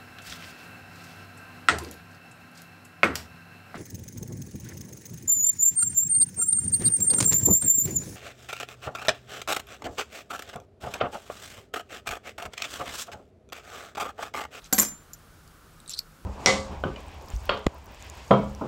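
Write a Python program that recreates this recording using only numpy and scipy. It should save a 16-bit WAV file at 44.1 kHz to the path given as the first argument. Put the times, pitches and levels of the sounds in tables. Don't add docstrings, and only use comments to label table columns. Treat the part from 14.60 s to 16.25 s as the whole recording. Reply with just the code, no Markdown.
import sys
import numpy as np
from scipy import signal
from scipy.fft import rfft, irfft
from scipy.io import wavfile

SR = 44100
rng = np.random.default_rng(int(sys.argv[2]) if len(sys.argv) > 2 else 0)


def invert_db(level):
    return 10 ** (np.asarray(level, dtype=float) / 20)


def wrap_up_sound(samples):
    columns = np.atleast_2d(samples).T
    tamed = np.clip(columns, -1, 1)
    steps = np.round(tamed * 32767).astype(np.int16)
    wavfile.write(sys.argv[1], SR, steps)


N = 72765


def fade(t60_s, count):
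    t = np.arange(count) / SR
    return t, np.exp(-np.log(1000) * t / t60_s)


def ring(hz, db, t60_s):
    hz, db, t60_s = [np.reshape(v, (-1, 1)) for v in (hz, db, t60_s)]
    t, env = fade(np.clip(t60_s, .002, 2), count=12000)
    return (invert_db(db) * env * np.sin(2 * np.pi * hz * t)).sum(axis=0)


def add(out, start_s, x):
    i = int(start_s * SR)
    out[i:i + len(x)] += x[:N - i]


def band(x, lo_hz, hi_hz):
    sos = signal.butter(2, [lo_hz, min(hi_hz, SR / 2.2)], "bandpass", fs=SR, output="sos")
    return signal.sosfilt(sos, x)


def colour(points, count):
    hz, db = np.transpose(points)
    f = np.fft.rfftfreq(count, 1 / SR) + 1
    gain = invert_db(np.interp(np.log(f), np.log(hz), db))
    x = irfft(rfft(rng.standard_normal(count)) * gain, count)
    return x / x.std()


def grit(rate_per_s, count):
    hit = rng.random(count) < rate_per_s / SR
    size_db = 4 * rng.exponential(size=count).clip(0, 3)
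    x = hit * invert_db(size_db) * np.sign(rng.standard_normal(count))
    return x / x.std()


def rise(x, rise_s):
    return x * np.clip(np.arange(len(x)) / SR / rise_s, 0, 1) ** 2


def choke(x, held_s):
    late_s = np.clip(np.arange(len(x)) / SR - held_s, 0, None)
    return x * invert_db(-60 * late_s / .01)


def room(x, db, t60_s):
    top_hz, gap_s, treble_life = 3550, 0.0037, 0.67
    t, env = fade(t60_s, count=22050)
    tail = band(rng.standard_normal(len(t)), 95, top_hz) * env
    tail = tail + band(rng.standard_normal(len(t)), top_hz, SR) * env ** (1 / treble_life)
    tail = tail * np.clip(t / gap_s, 0, 1)
    return x + invert_db(db) * signal.fftconvolve(x, tail / np.linalg.norm(tail))[:N]


# (frequency [Hz], density [dB per Hz])
HUM_SPECTRUM = [(40, 6.5), (54, 1), (88, -0.5), (120, -7), (240, -10.5), (1290, -19), (1840, -22),
                (16000, -30)]


def hum():
    fan_hz, fan_width_hz, tone_hz, mic_low_hz = 1342, 440, 157.7, 31
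    fan = band(rng.standard_normal(N), fan_hz - fan_width_hz / 2, fan_hz + fan_width_hz / 2)
    tone = band(rng.standard_normal(N), tone_hz - 6, tone_hz + 6)
    floor = band(band(colour(HUM_SPECTRUM, count=N), mic_low_hz, SR), mic_low_hz, SR)
    return invert_db(-50.5) * floor + invert_db(-62) * fan / fan.std() + invert_db(-62) * tone / tone.std()


# (start [s], length [s], level [dB], centre [Hz], width [Hz])
SLIDES = [(0.024, 0.06, -56.5, 3850, 2300), (0.04, 0.038, -59.5, 5900, 1600),
          (0.046, 0.031, -63, 7100, 403), (.045, .033, -68, 12700, 500), (.534, 0.012, -50.5, 6000, 2400),
          (0.037, .04, -58.5, 2500, 900), (1.279, 0.074, -47, 3900, 840), (1.29, 0.054, -54, 2960, 990),
          (1.339, 0.014, -44, 4500, 1900), (1.36, 0.015, -45, 4500, 710), (1.296, 0.038, -45, 5600, 1300),
          (1.298, 0.032, -54, 12300, 1500), (1.3, 0.012, -37.5, 7500, 320), (1.313, .016, -54, 6700, 900),
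          (1.334, 0.028, -56, 8200, 1500), (1.372, 0.022, -36.5, 4300, 620),
          (1.367, 0.042, -49, 5900, 2600), (1.369, 0.02, -52, 8900, 1200)]


def slides():
    out = np.zeros(N)
    for start_s, length_s, db, hz, width_hz in SLIDES:
        x = band(grit(4700, count=4096), hz - width_hz / 2, hz + width_hz / 2)
        progress = np.clip(np.arange(len(x)) / SR / length_s, 0, 1)
        stroke = np.sin(np.pi * progress).clip(0) ** .5
        add(out, start_s, invert_db(db) * x / x.std() * stroke)
    return out


# (time [s], level [dB], partial [Hz], t60 [s], click level [dB])
HAND_TICKS = [(0.02, -47.5, 3870, 0.0089, -51), (0.044, -37, 6240, 0.013, -52),
              (0.0434, -46, 4000, .012, -60), (0.043, -47, 8150, .012, -60), (.050, -45, 4000, .014, -52),
              (.0525, -50, 5500, .01, -54), (.056, -48, 8100, .014, -53), (.0598, -46, 5300, .01, -52),
              (.060, -47, 8100, .014, -60), (.0645, -48, 6200, .012, -50), (.071, -51, 8100, .014, -50),
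              (.5337, -33.5, 7070, 0.034, -45), (0.5328, -35, 12300, 0.022, -56),
              (.534, -34, 6130, 0.01, -40), (0.538, -47, 8850, 0.013, -39), (.5368, -38.5, 12300, .03, -60),
              (0.536, -54.5, 4300, 0.01, -59), (0.541, -45.5, 7160, 0.018, -46.5),
              (0.544, -42, 12150, 0.016, -53), (.548, -51, 5930, 0.035, -58.5),
              (.589, -57.5, 8770, 0.038, -66.5), (.877, -51.5, 7300, 0.013, -44.5),
              (1.135, -59.5, 7900, 0.038, -66), (1.2022, -46.5, 8130, 0.025, -44),
              (1.202, -49, 3870, 0.017, -62.5),
              (1.261, -47.5, 3830, 0.02, -47), (1.278, -37, 8200, 0.015, -36),
              (1.278, -41, 4420, .012, -60), (1.287, -37, 8350, 0.014, -46),
              (1.295, -27.5, 7140, 0.013, -30.5), (1.295, -33, 10700, 0.011, -37),
              (1.296, -34, 11700, .01, -58), (1.3015, -38, 10000, 0.01, -35),
              (1.309, -37, 10150, 0.0098, -44), (1.3153, -37, 5570, 0.015, -37),
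              (1.3153, -38, 7300, .015, -60), (1.3153, -42, 10300, .012, -60),
              (1.322, -34, 5160, 0.012, -46), (1.3354, -28.5, 5660, 0.01, -38),
              (1.3358, -32.5, 8200, 0.011, -57), (1.339, -24, 4220, 0.012, -38),
              (1.339, -39, 8450, .01, -59), (1.347, -31, 4200, 0.012, -33.5),
              (1.351, -36.5, 4220, 0.014, -53), (1.390, -13.5, 5000, 0.0069, -26.5),
              (1.392, -17, 4485, 0.011, -31), (1.390, -21.5, 7800, 0.0086, -49),
              (1.3903, -28.5, 12370, 0.012, -44), (1.397, -45, 12250, 0.035, -60),
              (1.392, -32.5, 2480, 0.0067, -53.5)]


def ticks():
    spread, side_db, side_life, rise_s = 0.048, -7.5, 0.64, .0008
    out = np.zeros(N)
    for s, db, hz, t60_s, click_db in HAND_TICKS:
        side_hz = hz * (1 + spread * rng.uniform(-1.01, 1, size=4))
        tone = ring(hz, db, t60_s) + ring(side_hz, db + side_db, side_life * t60_s)
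        t, env = fade(0.01, count=1024)
        click = rng.standard_normal(len(t)) * env
        click = band(band(click, 3700, 11400), 3700, 11400)
        add(out, s - rise_s / 2, rise(tone, rise_s))
        add(out, s, invert_db(click_db) * click)
    return out


# (frequency [Hz], level at first spot [dB], level at second spot [dB], t60 [s])
BOARD_MODES = [(175, -12.5, -11.5, 0.044), (217, -0.5, 0.5, 0.066), (273.5, -2, -3.5, 0.1),
               (480, -11, -12, 0.066), (656, -13, -17.5, .04), (758, -2.5, -14, 0.086),
               (919, -12.5, -10.5, .09), (1090, -12.5, -5.5, 0.059), (1417, -7, -14.5, 0.04),
               (1570, -1, -7.5, 0.038), (1770, -17, -9, 0.049), (1970, -12, -2, 0.032),
               (2203, -13.5, -11.5, 0.039)]
# (time [s], level [dB], bass modes relative [dB])
BLOWS = [
    (.127, -23, 0.5),
    (.147, -33.5, -7.5),
    (0.1816, -27.5, -2.5),
    (0.1862, -23.5, -1.5),
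    (.205, -39.5, 3.5),
    (.222, -31, 1),
    (.238, -39, -6),
    (0.26, -51.5, 14.5),
    (0.282, -54.5, 11),
    (0.321, -47.5, 4),
]


def table():
    second_spot_s, bass_top_hz, detune, thud_hz = .17, 350, .01, 71.3
    out, thud, modes = np.zeros(N), np.zeros(N), np.array(BOARD_MODES)
    hz, t60_s = modes[:, 0], modes[:, 3]
    for s, db, bass_db in BLOWS:
        spot_db = modes[:, 2] if s > second_spot_s else modes[:, 1]
        mode_db = spot_db + db + bass_db * (hz < bass_top_hz) + 0.96 * rng.standard_normal(len(hz))
        add(out, s, ring(hz * (1 + detune * rng.standard_normal(len(hz))), mode_db, t60_s))
        add(thud, s, ring(thud_hz, db - 21, t60_s=0.42))
    return out, band(thud, thud_hz / 1.26, thud_hz * 1.3)


def singer():
    start_s, settle_s, stop_s, start_hz, settled_hz = 0.21, 0.31, .443, 7203, 7228
    t = np.clip(np.arange(N) / SR - start_s, 0, None)
    late = np.clip(t - (settle_s - start_s), 0, None)
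    hz = start_hz + (settled_hz - start_hz) * np.clip(late / 0.095, 0, 1)
    db = -28 - 60 * (t - late) / 0.66 - 60 * late / 0.28
    db = db - 12 * np.clip((t + start_s - stop_s) / .01, 0, 1)
    return invert_db(db) * np.clip(t / 0.0045, 0, 1) * np.sin(2 * np.pi * np.cumsum(hz) / SR)


RING_RISE_S = 0.00046
# (time [s], frequency [Hz], level [dB], t60 [s])
FREE_RINGS = [(.128, 4597, -36, 0.15), (0.1266, 6099, -23.5, 0.033), (.1266, 5782, -27.5, 0.028),
              (.1275, 5400, -43, 0.045), (.146, 4600, -33, .06), (.1858, 8300, -22.5, 0.05),
              (.1858, 6744, -32, .06), (.198, 8204, -20, .04), (.198, 5600, -31.5, .04),
              (.226, 12330, -33, 0.1), (.255, 5090, -40, .15), (.216, 8594, -26.5, 0.048),
              (.223, 5900, -26, 0.044)]


def free_rings():
    out = np.zeros(N)
    for s, hz, db, t60_s in FREE_RINGS:
        add(out, s, ring(hz, db, t60_s))
    return out


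# (time [s], frequency [Hz], level [dB], held [s])
HELD_MODES = [
    (.1272, 12190, -15, .005),
    (.1345, 12200, -23, .005),
    (.1405, 7214, -21, .005),
    (.146, 12225, -28, .034),
    (.186, 12519, -21, .019),
    (.186, 12190, -20, .009),
    (.1902, 7265, -14, .0045),
    (.1978, 7156, -11, .0052),
    (.198, 12095, -22, .012),
    (.2155, 12235, -21, .011),
]


def held_modes():
    out = np.zeros(N)
    for s, hz, db, held_s in HELD_MODES:
        add(out, s, choke(rise(ring(hz, db, t60_s=0.19), RING_RISE_S), held_s))
    return out


# (frequency [Hz], density [dB per Hz])
CRACK_SPECTRUM = [(300, 2), (1300, -1), (2900, -8), (4600, -5.5), (5800, 4.5), (6800, -3), (8200, -3.5),
                  (15800, -10.5)]
# (start [s], level [dB], t60 [s])
SHUFFLES = [
    (.127, -30.5, 0.27),
    (0.183, -25, 0.2),
    (.208, -29, 0.25),
]


def shuffles():
    out = np.zeros(N)
    tiny = colour(CRACK_SPECTRUM, count=512) * fade(0.0055, count=512)[1]
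    for start_s, db, t60_s in SHUFFLES:
        clicks = signal.fftconvolve(grit(4500, count=12000), tiny / np.linalg.norm(tiny))
        add(out, start_s, invert_db(db) * clicks * fade(t60_s, count=len(clicks))[1])
    return out


def coin_modes(hz, db, t60_s):
    hz = np.array(hz) * (1 + .0007 * rng.standard_normal(len(hz)))
    return ring(hz, db + 4.5 * rng.standard_normal(len(hz)), t60_s)


LOW_HZ = [7156, 7274, 7356, 7500]
LOW_DB = [-1.5, -2.5, -3, -11]
HIGH_HZ = [12095, 12185, 12219, 12519, 12590, 12840]
HIGH_DB = [-3.5, -3, -0.5, -3.5, -12.5, -15.5]
# (time [s], crack [dB], low ring [dB], high ring [dB], undamped t60 [s])
CONTACTS = [(0.1265, -6.5, -37, -15.5, 0.053), (.1283, -13, -27.5, -35, 0.02), (.134, -21.5, -11, -28, .04),
            (0.139, -27, -28, -47, 0.05), (.146, -23, -38.5, -35.5, .2), (0.1814, -13.5, -24.5, -23, 0.034),
            (0.1859, -7.5, -30.5, -20.5, 0.044), (.1905, -14.5, -23.5, -20, 0.089),
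            (.1978, -10, -14.5, -25, 0.1), (0.2023, -24, -24.5, -16.5, 0.041),
            (0.211, -31, -22, -23, 0.057), (.216, -16, -29.5, -28.5, 0.08), (.223, -24, -29, -28.5, 0.073),
            (.230, -14, -23.5, -30.5, .06), (0.238, -24, -24.5, -37, 0.087), (.250, -23.5, -36, -36, .07),
            (.266, -48, -46, -43, 0.056), (.285, -29.5, -49, -35, 0.041), (.299, -49, -42, -59, 0.036),
            (.322, -58, -58, -68, 0.045)]


def contacts():
    out = np.zeros(N)
    starts = [row[0] for row in CONTACTS]
    next_starts = starts[1:] + [starts[-1] + .015]
    for (s, crack_db, low_db, high_db, t60_s), next_s in zip(CONTACTS, next_starts):
        coin = coin_modes(LOW_HZ, np.array(LOW_DB) + low_db - 9.0, t60_s)
        coin = coin + coin_modes(HIGH_HZ, np.array(HIGH_DB) + high_db - 8.5, t60_s)
        add(out, s, choke(rise(coin, RING_RISE_S), next_s - s))
        neighbour_db = crack_db - 24.5 + 5 * rng.standard_normal(12)
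        add(out, s, ring(rng.uniform(4100, 13960, size=12), neighbour_db, t60_s=0.014))
        crack = colour(CRACK_SPECTRUM, count=4096) * fade(0.022, count=4096)[1]
        add(out, s, invert_db(crack_db - 8) * crack)
    return out


def scene():
    pile_low_hz = 125
    board, thud = table()
    pile = contacts() + shuffles() + free_rings() + held_modes()
    drop = band(band(pile + board, pile_low_hz, SR), pile_low_hz, SR)
    hand = room(ticks() + slides(), db=-16.5, t60_s=0.12)
    return (room(drop, db=-11.5, t60_s=0.26) + singer() + thud + hand + hum())[None]


def roll_off(x):
    return signal.sosfilt(signal.butter(12, 16470, fs=SR, output="sos"), x)


def record(dry):
    mix = signal.sosfilt(signal.ellip(14, .3, 48, 15745, fs=SR, output="sos"), dry)
    return roll_off(mix)


dry = scene()
out = record(dry)
wrap_up_sound(out)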